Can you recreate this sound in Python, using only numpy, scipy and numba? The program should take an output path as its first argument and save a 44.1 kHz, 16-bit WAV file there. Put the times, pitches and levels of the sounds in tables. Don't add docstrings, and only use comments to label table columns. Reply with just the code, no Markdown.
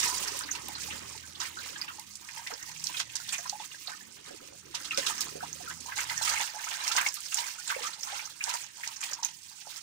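import sys
import numpy as np
from scipy import signal
from scipy.fft import rfft, irfft, next_fast_len
from scipy.io import wavfile
from scipy.ndimage import uniform_filter1d, map_coordinates
from numba import njit

SR = 44100
rng = np.random.default_rng(int(sys.argv[2]) if len(sys.argv) > 2 else 0)


def volts_from_db(level):
    exponent = np.asarray(level, float) / 20
    return 10 ** exponent


def pcm_store(signal):
    levels = np.round(np.clip(np.atleast_2d(signal), -1, 1) * 32767)
    wavfile.write(sys.argv[1], SR, levels.astype(np.int16).T)


N = 433062

# peak_s, spray_db, swell_s, fade_s, depth_db
SORTING_THRASHES = [(0, -25.5, .05, 0.23, -10.5), (.28, -34, 0, 0.07, -14), (.68, -46, 0.7, 0.3, -0.5),
                    (.91, -37, 0.22, 0.29, -11.5), (1.43, -34, 0.04, 0.0854, -7.5),
                    (1.67, -41, 0.15, 0.1, -9), (1.83, -42.5, 0.3, 0.16, -6.5), (2.29, -47.5, 1, -0.6, -32),
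                    (2.391, -41, 0.17, 0.14, -8.5), (2.501, -45.5, -0.04, 0.3, -3.5),
                    (2.68, -42.5, 0.2, 0.5, -30), (2.86, -39, -0.12, 0.2, -15.5),
                    (3.0, -36, 0.15, -0.5, -14), (3.16, -40, 0.07, 1.43, -17.5),
                    (3.341, -32.5, 0.02, -0.27, -11), (3.499, -42, 0.44, -1.13, -17),
                    (3.65, -41, 0.04, -0.54, -8), (3.885, -43.5, 0.02, 0.1, -0.5),
                    (4.25, -47.5, -0.5, 0.46, -5.5), (4.745, -41, 0, 1, -8),
                    (4.985, -28.5, -0.0436, 0.1, -9.5), (5.091, -32, -0.0228, 0.0952, -6.5),
                    (5.218, -30, -0.06, 0.06, -10.5), (5.43, -47, 0.1, 0.17, -13)]
# peak_s, spray_db, swell_s, fade_s, depth_db
GRABBING_THRASHES = [(5.712, -35, 0.04, 0, -9), (5.904, -42.5, 0.03, 0.03, -2),
                     (5.978, -27.5, -0.0044, 0.08, -10), (6.11, -33, 0, 0.07, -2),
                     (6.23, -27.5, -0.03, 0.14, -25), (6.3, -31, 0.11, 0.14, -5),
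                     (6.42, -32, 0.05, 0.1, -6.5), (6.731, -37.5, 0.15, 0.09, -1.5),
                     (6.88, -36, 0.17, 0.09, -3), (6.977, -26, 0.1046, 0.0755, -3.5),
                     (7.08, -34, 0.1, -0.05, -7.5), (7.22, -39, 0.86, 2, -23), (7.325, -35, -0.16, 0.2, -8),
                     (7.381, -32, 0, 0.12, -9), (7.7, -35, 0.02, 0.19, -2.5), (7.84, -34, 0.02, 0.07, -6.5),
                     (8.142, -34, 0.08, 0.1, -6), (8.442, -43, -0.17, 0.26, -23.5),
                     (8.499, -31.5, 0.05, 0.0947, -8.5), (8.859, -39, 0.1, 0.14, -11.5),
                     (9.036, -33.5, -0.04, 0.1, -9.5), (9.118, -40, -0.09, -0.21, 4),
                     (9.24, -35, 0.01, 0.05, -14), (9.789, -37.5, 0.12, -3.5, -21)]
# offset_db, depth_share (ratio), linger (factor), calm_offset_db
WATER_ANSWERS = [
    (0.0, 0.029, 0.85, 0),
    (-3.5, 0.45, 0.88, -16),
    (-2, 0.91, 0.89, -17),
    (-23.5, 0.67, 1, 1),
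]
# time_s, spray_db, slosh_db
CALM_WATER = [(0, -32, -44.5), (.9, -48.5, -51), (1.3, -49, -57), (1.7, -49.5, -47.5), (2.0, -52, -70.5),
              (3.2, -60, -62), (4.1, -67, -63), (4.3, -60.5, -53), (4.6, -57, -59.5), (5.3, -48, -50.5),
              (6.3, -40.5, -68), (7.5, -71, -65), (8.8, -55.5, -69.5), (9.5, -48, -86), (9.82, -42, -69)]
# frequency_hz, density_db (per Hz)
SPRAY_SPECTRUM = [(2200, 4.5), (3600, 0.5), (6400, 6.5), (9000, 2), (11000, -5), (13600, -9), (14700, 0.5),
                  (16000, 3)]
# start_s, peak_db, lowest_hz, t60_s
TAIL_SLAPS = [(.0016, -15, 5030, 0.0086), (.141, -21, 5050, 0.013), (0.5504, -19.5, 2040, 0.032),
              (0.8322, -20, 4020, 0.027), (1.176, -25, 3220, 0.027), (1.399, -16, 2190, 0.17),
              (2.47, -18, 1780, 0.03), (2.995, -10.5, 2006, 0.074), (3.154, -11, 4700, 0.028),
              (3.2887, -14.5, 4040, 0.019), (4.746, -13.5, 2480, 0.048), (4.8426, -18.5, 2800, 0.098),
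              (4.9741, -4.5, 2700, 0.017), (5.062, -9.5, 2600, 0.07), (5.206, -10, 4000, 0.021),
              (5.965, -14, 3280, 0.044), (6.096, -14.5, 2000, 0.03), (6.4184, -15, 2970, 0.042),
              (6.729, -18.5, 2560, 0.082), (6.916, -9, 2540, 0.035), (6.983, -18, 2200, 0.031),
              (7.0647, -16, 2000, 0.027), (7.3837, -13.5, 2160, 0.02), (7.702, -17, 2485, 0.023),
              (8.493, -15, 3820, 0.013), (8.532, -12.5, 4530, 0.092), (9.006, -19.5, 5800, 0.055)]
# start_s, peak_db, centre_hz, width_octaves
LONE_DROPS = [(0.0293, -9, 6000, 0.44), (0.3903, -14.5, 7900, 0.5), (0.511, -14.5, 6400, 0.15),
              (0.6832, -17, 5700, 3.4), (1.814, -16.5, 4900, 0.22), (1.9952, -20.5, 6500, 1.5),
              (2.154, -20, 6330, 0.88), (2.84, -13.5, 6590, 0.63), (2.868, -10.5, 5190, 0.55),
              (3.495, -12.5, 5230, 0.82), (3.8723, -18.5, 4140, 0.37), (4.9105, -22.5, 2530, 0.69),
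              (5.205, -12, 11800, 1), (5.529, -15.5, 6300, 0.22), (5.8038, -21, 6450, 0.92),
              (6.1766, -13, 6160, .3), (6.687, -20.5, 6070, 0.7), (6.878, -8.5, 5900, 0.5),
              (6.964, -10, 5600, 0.6), (7.0862, -11, 6260, 0.47), (7.1415, -12, 9120, 1.1),
              (7.205, -16.5, 7970, 0.59), (7.343, -7.5, 6800, .65), (7.83, -18, 3620, 2),
              (8.0318, -16, 6070, 0.27), (8.4392, -5, 6400, 0.95), (8.8747, -13.5, 5420, 0.87),
              (9.1317, -14, 5860, 0.47), (9.23, -13.5, 5770, 0.41), (9.247, -8, 6280, 0.18)]
# start_s, peak_db, centre_hz, t60_s
WATER_SHEETS = [(0.4864, -31.5, 1720, 0.044), (0.749, -25.5, 4370, 0.075), (0.9043, -26, 2660, 0.069),
                (1.3497, -30.5, 3536, 0.059), (1.452, -29, 2300, 0.042), (1.7569, -32, 3200, 0.06),
                (1.814, -33, 2050, 0.056), (1.8798, -28, 2700, 0.044), (1.9899, -39.5, 4330, 0.05),
                (2.2857, -31.5, 2100, 0.039), (2.509, -32, 1450, 0.054), (2.7596, -32, 2730, 0.035),
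                (2.941, -27.5, 2560, 0.062), (2.9687, -22.5, 3550, 0.048), (3.0954, -33.5, 2696, 0.061),
                (3.2839, -24, 3750, 0.063), (3.3333, -24.5, 2420, 0.089), (3.4591, -35, 1300, 0.023),
                (3.597, -33.5, 3600, 0.029), (3.714, -35, 2860, 0.046), (1.587, -31.5, 4060, 0.063),
                (5.919, -29, 1630, 0.06), (5.9848, -23.5, 1810, 0.051), (6.0114, -31, 1810, 0.038),
                (6.2178, -21, 4250, 0.061), (6.273, -21.5, 2230, 0.062), (6.3274, -24, 1340, 0.044),
                (6.356, -23, 2186, 0.13), (6.4036, -22, 2180, 0.045), (6.474, -29, 2850, 0.055),
                (6.6345, -31, 2210, 0.059), (6.7164, -39, 2700, 0.043), (6.8676, -27, 2180, 0.05),
                (6.952, -34, 1680, 0.05), (6.977, -18.5, 1590, 0.039), (7.009, -27, 1430, 0.061),
                (7.1667, -26.5, 3970, 0.02), (7.3213, -25.5, 2744, 0.045), (7.6774, -25.5, 4060, 0.031),
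                (7.7112, -28, 1610, 0.032), (7.9299, -29.5, 4130, 0.054), (8.1927, -29, 2320, 0.058),
                (8.3015, -35, 4090, 0.043), (8.4144, -38, 2430, 0.096), (8.8358, -29, 2310, 0.05),
                (9.028, -28, 2430, 0.056), (9.2324, -26, 4050, 0.057), (9.6969, -31, 3740, 0.085)]
# start_s, peak_db, centre_hz, t60_s
FLUNG_BEADS = [(0.0355, -20, 6100, 0.02), (0.075, -19.5, 5990, 0.044), (0.1762, -26, 6900, 0.045),
               (0.2254, -31.5, 6400, 0.033), (0.2748, -24, 5180, 0.072), (0.318, -29, 5610, 0.03),
               (0.435, -29, 4470, 0.047), (1.399, -21.5, 6300, 0.028), (1.703, -28.5, 6600, 0.038),
               (2.247, -38, 6140, 0.017), (2.379, -33, 5500, 0.033), (2.5366, -27, 5400, 0.022),
               (2.625, -25.5, 6460, 0.031), (2.712, -33.5, 6360, 0.054), (2.794, -32, 5340, 0.017),
               (3.3227, -20, 7800, 0.046), (3.378, -23, 6360, 0.069), (3.4777, -30, 5600, 0.012),
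               (3.6544, -32, 6540, 0.046), (4.9445, -26, 4900, 0.021), (5.1766, -26, 6030, 0.074),
               (5.843, -43, 5130, 0.024), (5.8835, -47, 6340, 0.025), (6.2342, -20, 5640, 0.026),
               (6.2487, -19.5, 5880, 0.016), (6.308, -26, 6100, 0.027), (6.641, -24.5, 6300, 0.03),
               (7.0687, -21, 6300, 0.022), (7.2542, -28, 5560, 0.058), (7.317, -38.5, 6560, 0.027),
               (7.3704, -18.5, 5700, 0.04), (7.674, -21, 7700, 0.037), (7.866, -23.5, 6320, 0.031),
               (8.0062, -29, 6300, 0.027), (8.253, -26, 5650, 0.016), (8.6142, -28.5, 7200, 0.027),
               (8.636, -29, 6240, 0.039), (8.96, -28.5, 5930, 0.03), (9.111, -29, 6400, 0.03),
               (9.7587, -31, 4860, 0.03)]
# start_s, peak_db, pitch_hz (at first), life_s
SORTING_BUBBLES = [(0.058, -31, 960, 0.034), (.093, -35, 960, 0.054), (.552, -32, 960, 0.0076),
                   (.686, -32, 785, 0.012), (1.571, -33, 1427, 0.025), (1.757, -36, 1660, 0.021),
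                   (1.912, -42, 990, 0.0074), (1.982, -41.5, 846, 0.028), (5.603, -38, 691, 0.013),
                   (2.366, -36.5, 876, 0.038), (2.466, -25.5, 2000, 0.0099), (2.519, -35.5, 437, 0.025),
                   (3.389, -37, 660, 0.019), (3.527, -31, 798, 0.026), (3.6, -32.5, 840, 0.014),
                   (3.882, -33.5, 708, 0.0066), (3.917, -27, 1480, 0.0092), (4.308, -32, 493, 0.0078),
                   (4.909, -22, 2740, 0.0074), (4.926, -34.5, 1276, 0.031), (4.976, -22.5, 520, 0.018),
                   (5.098, -26.5, 894, 0.0091), (5.355, -27.5, 455, 0.006), (5.406, -30.5, 1486, 0.01),
                   (5.436, -32, 894, 0.0058), (.12, -37, 990, 0.017), (.345, -33.5, 1010, 0.014),
                   (.409, -27.5, 1430, 0.0091), (.885, -38.5, 800, 0.013), (1.145, -39.5, 850, 0.012),
                   (2.611, -43.5, 1883, 0.047), (2.67, -44.5, 1893, 0.057), (2.896, -35, 970, 0.0091),
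                   (3.2, -37.5, 1410, .01), (3.456, -34.5, 1012, 0.013), (4.742, -35, 910, 0.011),
                   (5.27, -36, 1035, 0.0072), (0.771, -29, 1390, 0.0097), (1.234, -40, 1535, 0.019),
                   (3.742, -40.5, 1650, 0.013), (4.008, -39.5, 1736, 0.014), (4.523, -36, 600, 0.0075)]
# start_s, peak_db, pitch_hz (at first), life_s
GRABBING_BUBBLES = [(5.675, -34.5, 1384, 0.025), (5.858, -40, 900, 0.019), (6.096, -24, 2010, .009),
                    (6.274, -21, 1230, 0.0075), (6.54, -33, 815, 0.028), (6.912, -24, 1330, 0.0073),
                    (7.063, -18.5, 2210, 0.008), (7.38, -31, 926, 0.032), (7.702, -19, 1520, 0.0068),
                    (7.762, -30, 498, 0.018), (7.808, -37, 457, 0.029), (7.838, -31, 1165, 0.038),
                    (8.07, -32, 1045, 0.017), (8.125, -30, 790, 0.03), (8.407, -25.5, 2416, 0.015),
                    (8.476, -24.5, 935, 0.02), (8.537, -32, 926, 0.031), (8.835, -26, 1920, 0.007),
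                    (8.871, -38, 899, 0.02), (9.186, -38, 916, 0.025), (9.226, -36, 890, 0.02),
                    (9.671, -32, 790, 0.005), (5.884, -34, 1010, 0.018), (6.168, -31, 1800, 0.015),
                    (6.213, -26.5, 860, 0.009), (7.17, -35, 1170, 0.011), (7.585, -37.5, 1430, 0.018),
                    (9.289, -44, 880, 0.0084), (9.11, -40, 510, 0.012), (7.742, -26.5, 2260, 0.014),
                    (8.088, -32, 1430, 0.0077), (8.275, -39.5, 1230, 0.0072)]
# start_s, peak_db, pitch_hz (at first), length_s, glide_octaves
CLOSING_CAVITIES = [
    (1.881, -30, 1550, 0.086, -.25),
    (2.504, -36.5, 603, 0.063, 1.1),
    (4.91, -30, 2300, .08, -.6),
    (5.425, -29, 641, 0.076, 0.64),
    (5.697, -29, 1485, 0.07, 0.31),
    (8.404, -33.5, 1820, 0.07, -0.23),
]
# time_s, firing_hz, level_db
FAR_MOTOR = [(0, 70, -54.5), (.45, 73.25, -61.5), (.9, 78, -53), (1.4, 81.2, -59), (1.8, 85.6, -63.5),
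             (2.3, 79.7, -69), (3.3, 77.8, -65), (3.9, 75.8, -77), (5.1, 73.6, -64), (5.6, 79.4, -58),
             (6.0, 82.2, -58.5), (6.35, 81.8, -57), (6.5, 78.1, -84), (8, 77.4, -79), (9.82, 77.8, -82)]
# multiple (of the firing rate), level_db
MOTOR_ORDERS = [(1, -0.5), (1.5, -9), (2, -8), (2.5, -5.5), (3, -7.5), (4, -5)]
# frequency_hz, density_db (per Hz)
AIR_SPECTRUM = [(30, -40), (50, 1), (180, 11), (256, -58), (320, 10.5), (715, -24), (965, -13), (4030, 0),
                (6490, 6.5), (16000, -56)]
# time_s, lead_ms, shading_db
LEFT_HEAD_START = [(0, 1.03, 1.5), (1.5, 1.026, 0), (3, 1.24, 0), (4.2, 1, 0), (4.7, 0.78, 1),
                   (5.6, 0.79, 0), (6, 1.41, -0.5), (8.6, 1.45, -0.5), (9.2, 1.06, 1), (9.82, 1.57, -3)]
# frequency_hz, gain_db
LEFT_SHADOW = [(60, -7.5), (150, -4.5), (380, -7), (950, -5), (2380, -3), (5980, -12), (15000, -25)]


def rms_one(x):
    return x / np.sqrt(np.mean(x ** 2) + 1e-20)


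def in_time(rows):
    times_s, *columns = np.transpose(rows)
    return [np.interp(np.arange(N) / SR, times_s, column) for column in columns]


def coloured(x, spectrum):
    size = next_fast_len(N + 4096)
    hz, db = np.transpose(spectrum)
    bins_hz = np.arange(size // 2 + 1) * SR / size
    gain = volts_from_db(np.interp(np.log(bins_hz + 1), np.log(hz), db))
    return irfft(rfft(x, size) * gain, size)[..., :N]


def band(x, low_hz, high_hz, order=2):
    sos = signal.butter(order, [low_hz, min(high_hz, SR / 2.2)], "band", fs=SR, output="sos")
    return signal.sosfilt(sos, x)


def drift(rate_hz):
    pole = np.exp(-2 * np.pi * rate_hz * 40 / SR)
    noise = rng.standard_normal(N // 40 + 2002)
    slow = signal.lfilter([1], [1, -2 * pole, pole * pole], noise)[2000:]
    return np.interp(np.arange(N) / 40, np.arange(len(slow)), rms_one(slow))


def wide_noise(alike, length=N):
    common, left, right = rng.standard_normal((3, length))
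    alike = np.clip(alike, 0, 1)
    return np.sqrt(alike) * common + np.sqrt(1 - alike) * np.array([left, right])


def churn():
    t = np.arange(0, N, 64) / SR
    drip_db, wade_db = in_time(CALM_WATER)
    peak_s, db, swell_s, fade_s, depth_db = np.transpose(SORTING_THRASHES + GRABBING_THRASHES)[:, :, None]
    levels = []
    calm_levels = (drip_db, drip_db, drip_db, wade_db)
    for (offset_db, share, linger, calm_offset_db), calm_db in zip(WATER_ANSWERS, calm_levels):
        before = (peak_s - t) / np.maximum(swell_s, .01)
        after = (t - peak_s) / np.maximum(linger * fade_s, .01)
        away = np.where(t < peak_s, before, after)
        power = np.sum(volts_from_db(db + offset_db + share * depth_db - 10 * away) ** 2, axis=0)
        power = np.interp(np.arange(N) / SR, t, power)
        levels.append(10 * np.log10(power + volts_from_db(calm_db + calm_offset_db) ** 2))
    return levels


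def impacts():
    rows = [(s, db, hz, wide, 0.011 * (6000 / hz) ** 2.1) for s, db, hz, wide in LONE_DROPS]
    rows += [(s, db + 2.5, hz, 0.78, max(t60, .004)) for s, db, hz, t60 in WATER_SHEETS]
    rows += [(s, db + 4.5, hz, 0.34, max(t60, .004)) for s, db, hz, t60 in FLUNG_BEADS]
    struck = [(s, db, hz / 2 ** (wide / 2), hz * 2 ** (wide / 2), t60) for s, db, hz, wide, t60 in rows]
    struck += [(s, db, hz, 7130 * (hz / 3000) ** 0.25, t60) for s, db, hz, t60 in TAIL_SLAPS]
    return struck


def slaps():
    out = np.zeros((2, N))
    t = np.arange(round(.15 * SR)) / SR
    for start_s, db, low_hz, high_hz, t60 in impacts():
        ragged = volts_from_db(3.93 * rms_one(uniform_filter1d(rng.standard_normal(len(t)), size=40)))
        decay = volts_from_db(-60 * t / t60) + 0.13 * volts_from_db(-60 * t / 0.097)
        shape = decay * (1 - np.exp(-t / (0.089 * t60)))
        burst = wide_noise(0.43, length=len(t)) * shape * ragged
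        top = band(burst, low_hz, high_hz)
        top = top + 0.04 * band(burst, 6200, 12500, order=1)
        top = top + 0.085 * band(burst, 13300, 14800)
        body = 5.7 * t60 * band(burst, 1120, 2420)
        at = round(start_s * SR)
        out[:, at:at + len(t)] += volts_from_db(db - 2.5) * (top + body)[:, :N - at] / np.abs(top[1]).max()
    return out


@njit
def add_bubbles(out, start, size, hz, t60, rise, onset_s, rate):
    for k in range(len(start)):
        length = int(t60[k] * rate)
        phase = 0.0
        for i in range(min(length, len(out) - start[k])):
            phase += 2 * np.pi * hz[k] * 2 ** (rise[k] * min(4 * i / length, 1.5)) / rate
            swell = 1 - np.exp(-i / (onset_s[k] * rate + 1))
            out[start[k] + i] += size[k] * swell * np.exp(-6.9 * i / length) * np.sin(phase)


def swarm(low_hz, high_hz, cycles, spread_db, clumps, scatter_ms, count):
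    draw = rng.random((count, 6))
    out = np.zeros((2, N))
    start = (draw[:, 0] * N).astype(np.int64)
    hz = low_hz * (high_hz / low_hz) ** draw[:, 1]
    loudness = volts_from_db(-spread_db * np.log(draw[:, 2] + .04))
    size = loudness * clumps[start] * (hz / low_hz) ** 0.61
    life_s = cycles * (0.25 + 1.77 * draw[:, 3]) / hz
    rise_octaves = 0.663 * draw[:, 4] ** 2
    left_lag = draw[:, 5] * scatter_ms * SR / 1000
    for port, lag in zip(out, (left_lag, 0)):
        add_bubbles(port, start + np.int64(lag), size, hz, life_s, rise_octaves, 0.19 / hz, SR)
    return rms_one(out)


def spray(level_db, surge_db):
    fizz_clumps = volts_from_db(surge_db + 8.5 * np.tanh(2.1 * drift(46)))
    fizz = swarm(3860, 13700, cycles=19.8, spread_db=3.0, clumps=fizz_clumps, scatter_ms=0.2, count=16000)
    bead_clumps = volts_from_db(surge_db + 1.0 * drift(12.0))
    beads = swarm(3960, 9330, cycles=66.0, spread_db=1.5, clumps=bead_clumps, scatter_ms=0.33, count=3000)
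    edges_hz = np.geomspace(2500, 16000, num=5)
    gusts_db = surge_db + 2.4 * drift(24.0)
    hiss = np.zeros((2, N))
    for low_hz, high_hz in zip(edges_hz, edges_hz[1:]):
        hiss += band(wide_noise(0.22), low_hz, high_hz) * volts_from_db(gusts_db + 3.03 * drift(29.4))
    mixed = 0.7 * fizz + 0.28 * beads + 0.94 * rms_one(hiss)
    return volts_from_db(level_db) * rms_one(coloured(mixed, SPRAY_SPECTRUM))


def bubbling(level_db, surge_db, low_hz, high_hz, cycles, alike, count):
    clumps = volts_from_db(surge_db + 3.96 * np.tanh(0.8 * drift(19)))
    bubbles = swarm(low_hz, high_hz, cycles, spread_db=2.5, clumps=clumps, scatter_ms=0.32, count=count)
    noise = rms_one(band(wide_noise(alike), low_hz, high_hz) * clumps)
    return volts_from_db(level_db) * rms_one(bubbles + .25 * noise)


def plops():
    trapped = [(s, db - 6.5, hz, 0.21 * t60) for s, db, hz, t60 in WATER_SHEETS]
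    start_s, db, hz, life_s = np.transpose(SORTING_BUBBLES + GRABBING_BUBBLES + trapped)
    out = np.zeros(N)
    life_s = np.maximum(life_s, .003)
    glide = 0.047 - 0.051 * np.log2(hz / 1000)
    start = (start_s * SR).astype(np.int64)
    add_bubbles(out, start, volts_from_db(db + 5.0), hz, 2.98 * life_s, glide, 0.18 * life_s, SR)
    satellite_db, satellite_s, satellite_octaves = -12, .025, 0.245
    for late, apart in np.transpose(rng.random((len(start_s), 2, 2))):
        start = ((start_s + satellite_s * late) * SR).astype(np.int64)
        satellite_hz = hz * 2 ** (satellite_octaves * (2 * apart - .6))
        size = volts_from_db(db + 6.0 + satellite_db)
        add_bubbles(out, start, size, satellite_hz, 3.0 * life_s, glide, 0.16 * life_s, SR)
    start_s, db, hz, length_s, glide = np.transpose(CLOSING_CAVITIES)
    start = (start_s * SR).astype(np.int64)
    add_bubbles(out, start, volts_from_db(db + 3.5), hz, length_s, glide, 0.062 * length_s, SR)
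    return out * (1 + .5 * drift(175))


def tank(x):
    t60_s = .08
    t = np.arange(round(.3 * SR)) / SR
    onset = np.clip((t - .002) / 0.00051, 0, 1)
    echoes = rng.standard_normal((2, len(t))) * volts_from_db(-60 * t / t60_s) * onset
    echoes = band(echoes, 640, 3970, order=1)
    echoes = echoes / np.sqrt(np.sum(echoes ** 2) / 2)
    return signal.fftconvolve(x, echoes, axes=1)[:, :N]


def motor():
    firing_hz, hum_db = in_time(FAR_MOTOR)
    phase = 2 * np.pi * np.cumsum(firing_hz * (1 + .005 * drift(6))) / SR
    swing_db = hum_db + 60
    hum = np.zeros(N)
    for multiple, db in MOTOR_ORDERS:
        if multiple == 1:
            order_db = db + swing_db
        else:
            order_db = db + 0.67 * swing_db + 6 * drift(2.5)
        hum += np.sin(multiple * phase + multiple * multiple) * volts_from_db(order_db)
    rumble = rms_one(band(wide_noise(1.0), 79, 235)) * volts_from_db(0.48 * drift(19.0))
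    return volts_from_db(-59.5) * hum + volts_from_db(-62 + 0.38 * swing_db) * rumble


def air():
    return volts_from_db(-65) * rms_one(coloured(wide_noise(0.37), AIR_SPECTRUM))


def scene():
    spray_db, droplets_db, gurgle_db, slosh_db = churn()
    surge_db = 1.14 * np.tanh(1.0 * drift(15.5))
    droplets = bubbling(droplets_db, surge_db, low_hz=1694, high_hz=4065, cycles=26.9, alike=0.4, count=4500)
    gurgle = bubbling(gurgle_db + 0.5, surge_db, low_hz=765.4, high_hz=1869, cycles=30.1, alike=0.14,
                      count=3200)
    slosh = bubbling(slosh_db - 2.5, surge_db, low_hz=257, high_hz=552, cycles=11.5, alike=0.99, count=1200)
    water = spray(spray_db, surge_db) + droplets + gurgle + slosh + slaps() + plops()
    left, right = water + volts_from_db(-12) * tank(water) + motor()
    lead_ms, shading_db = in_time(LEFT_HEAD_START)
    left = map_coordinates(left, [np.arange(N) + lead_ms * SR / 1000], order=3, mode="nearest")
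    return np.array([left * volts_from_db(shading_db), right]) + air()


def top_cut(x):
    return signal.sosfilt(signal.butter(12, 15680, fs=SR, output="sos"), x)


def record(dry):
    cutoff_hz = 15850
    ports = np.array([coloured(dry[0], LEFT_SHADOW), dry[1]])
    low_pass = signal.cheby2(12, 50, cutoff_hz * 1.03, fs=SR, output="sos")
    ports = signal.sosfilt(low_pass, ports)
    return top_cut(ports)


dry = scene()
out = record(dry)
pcm_store(out)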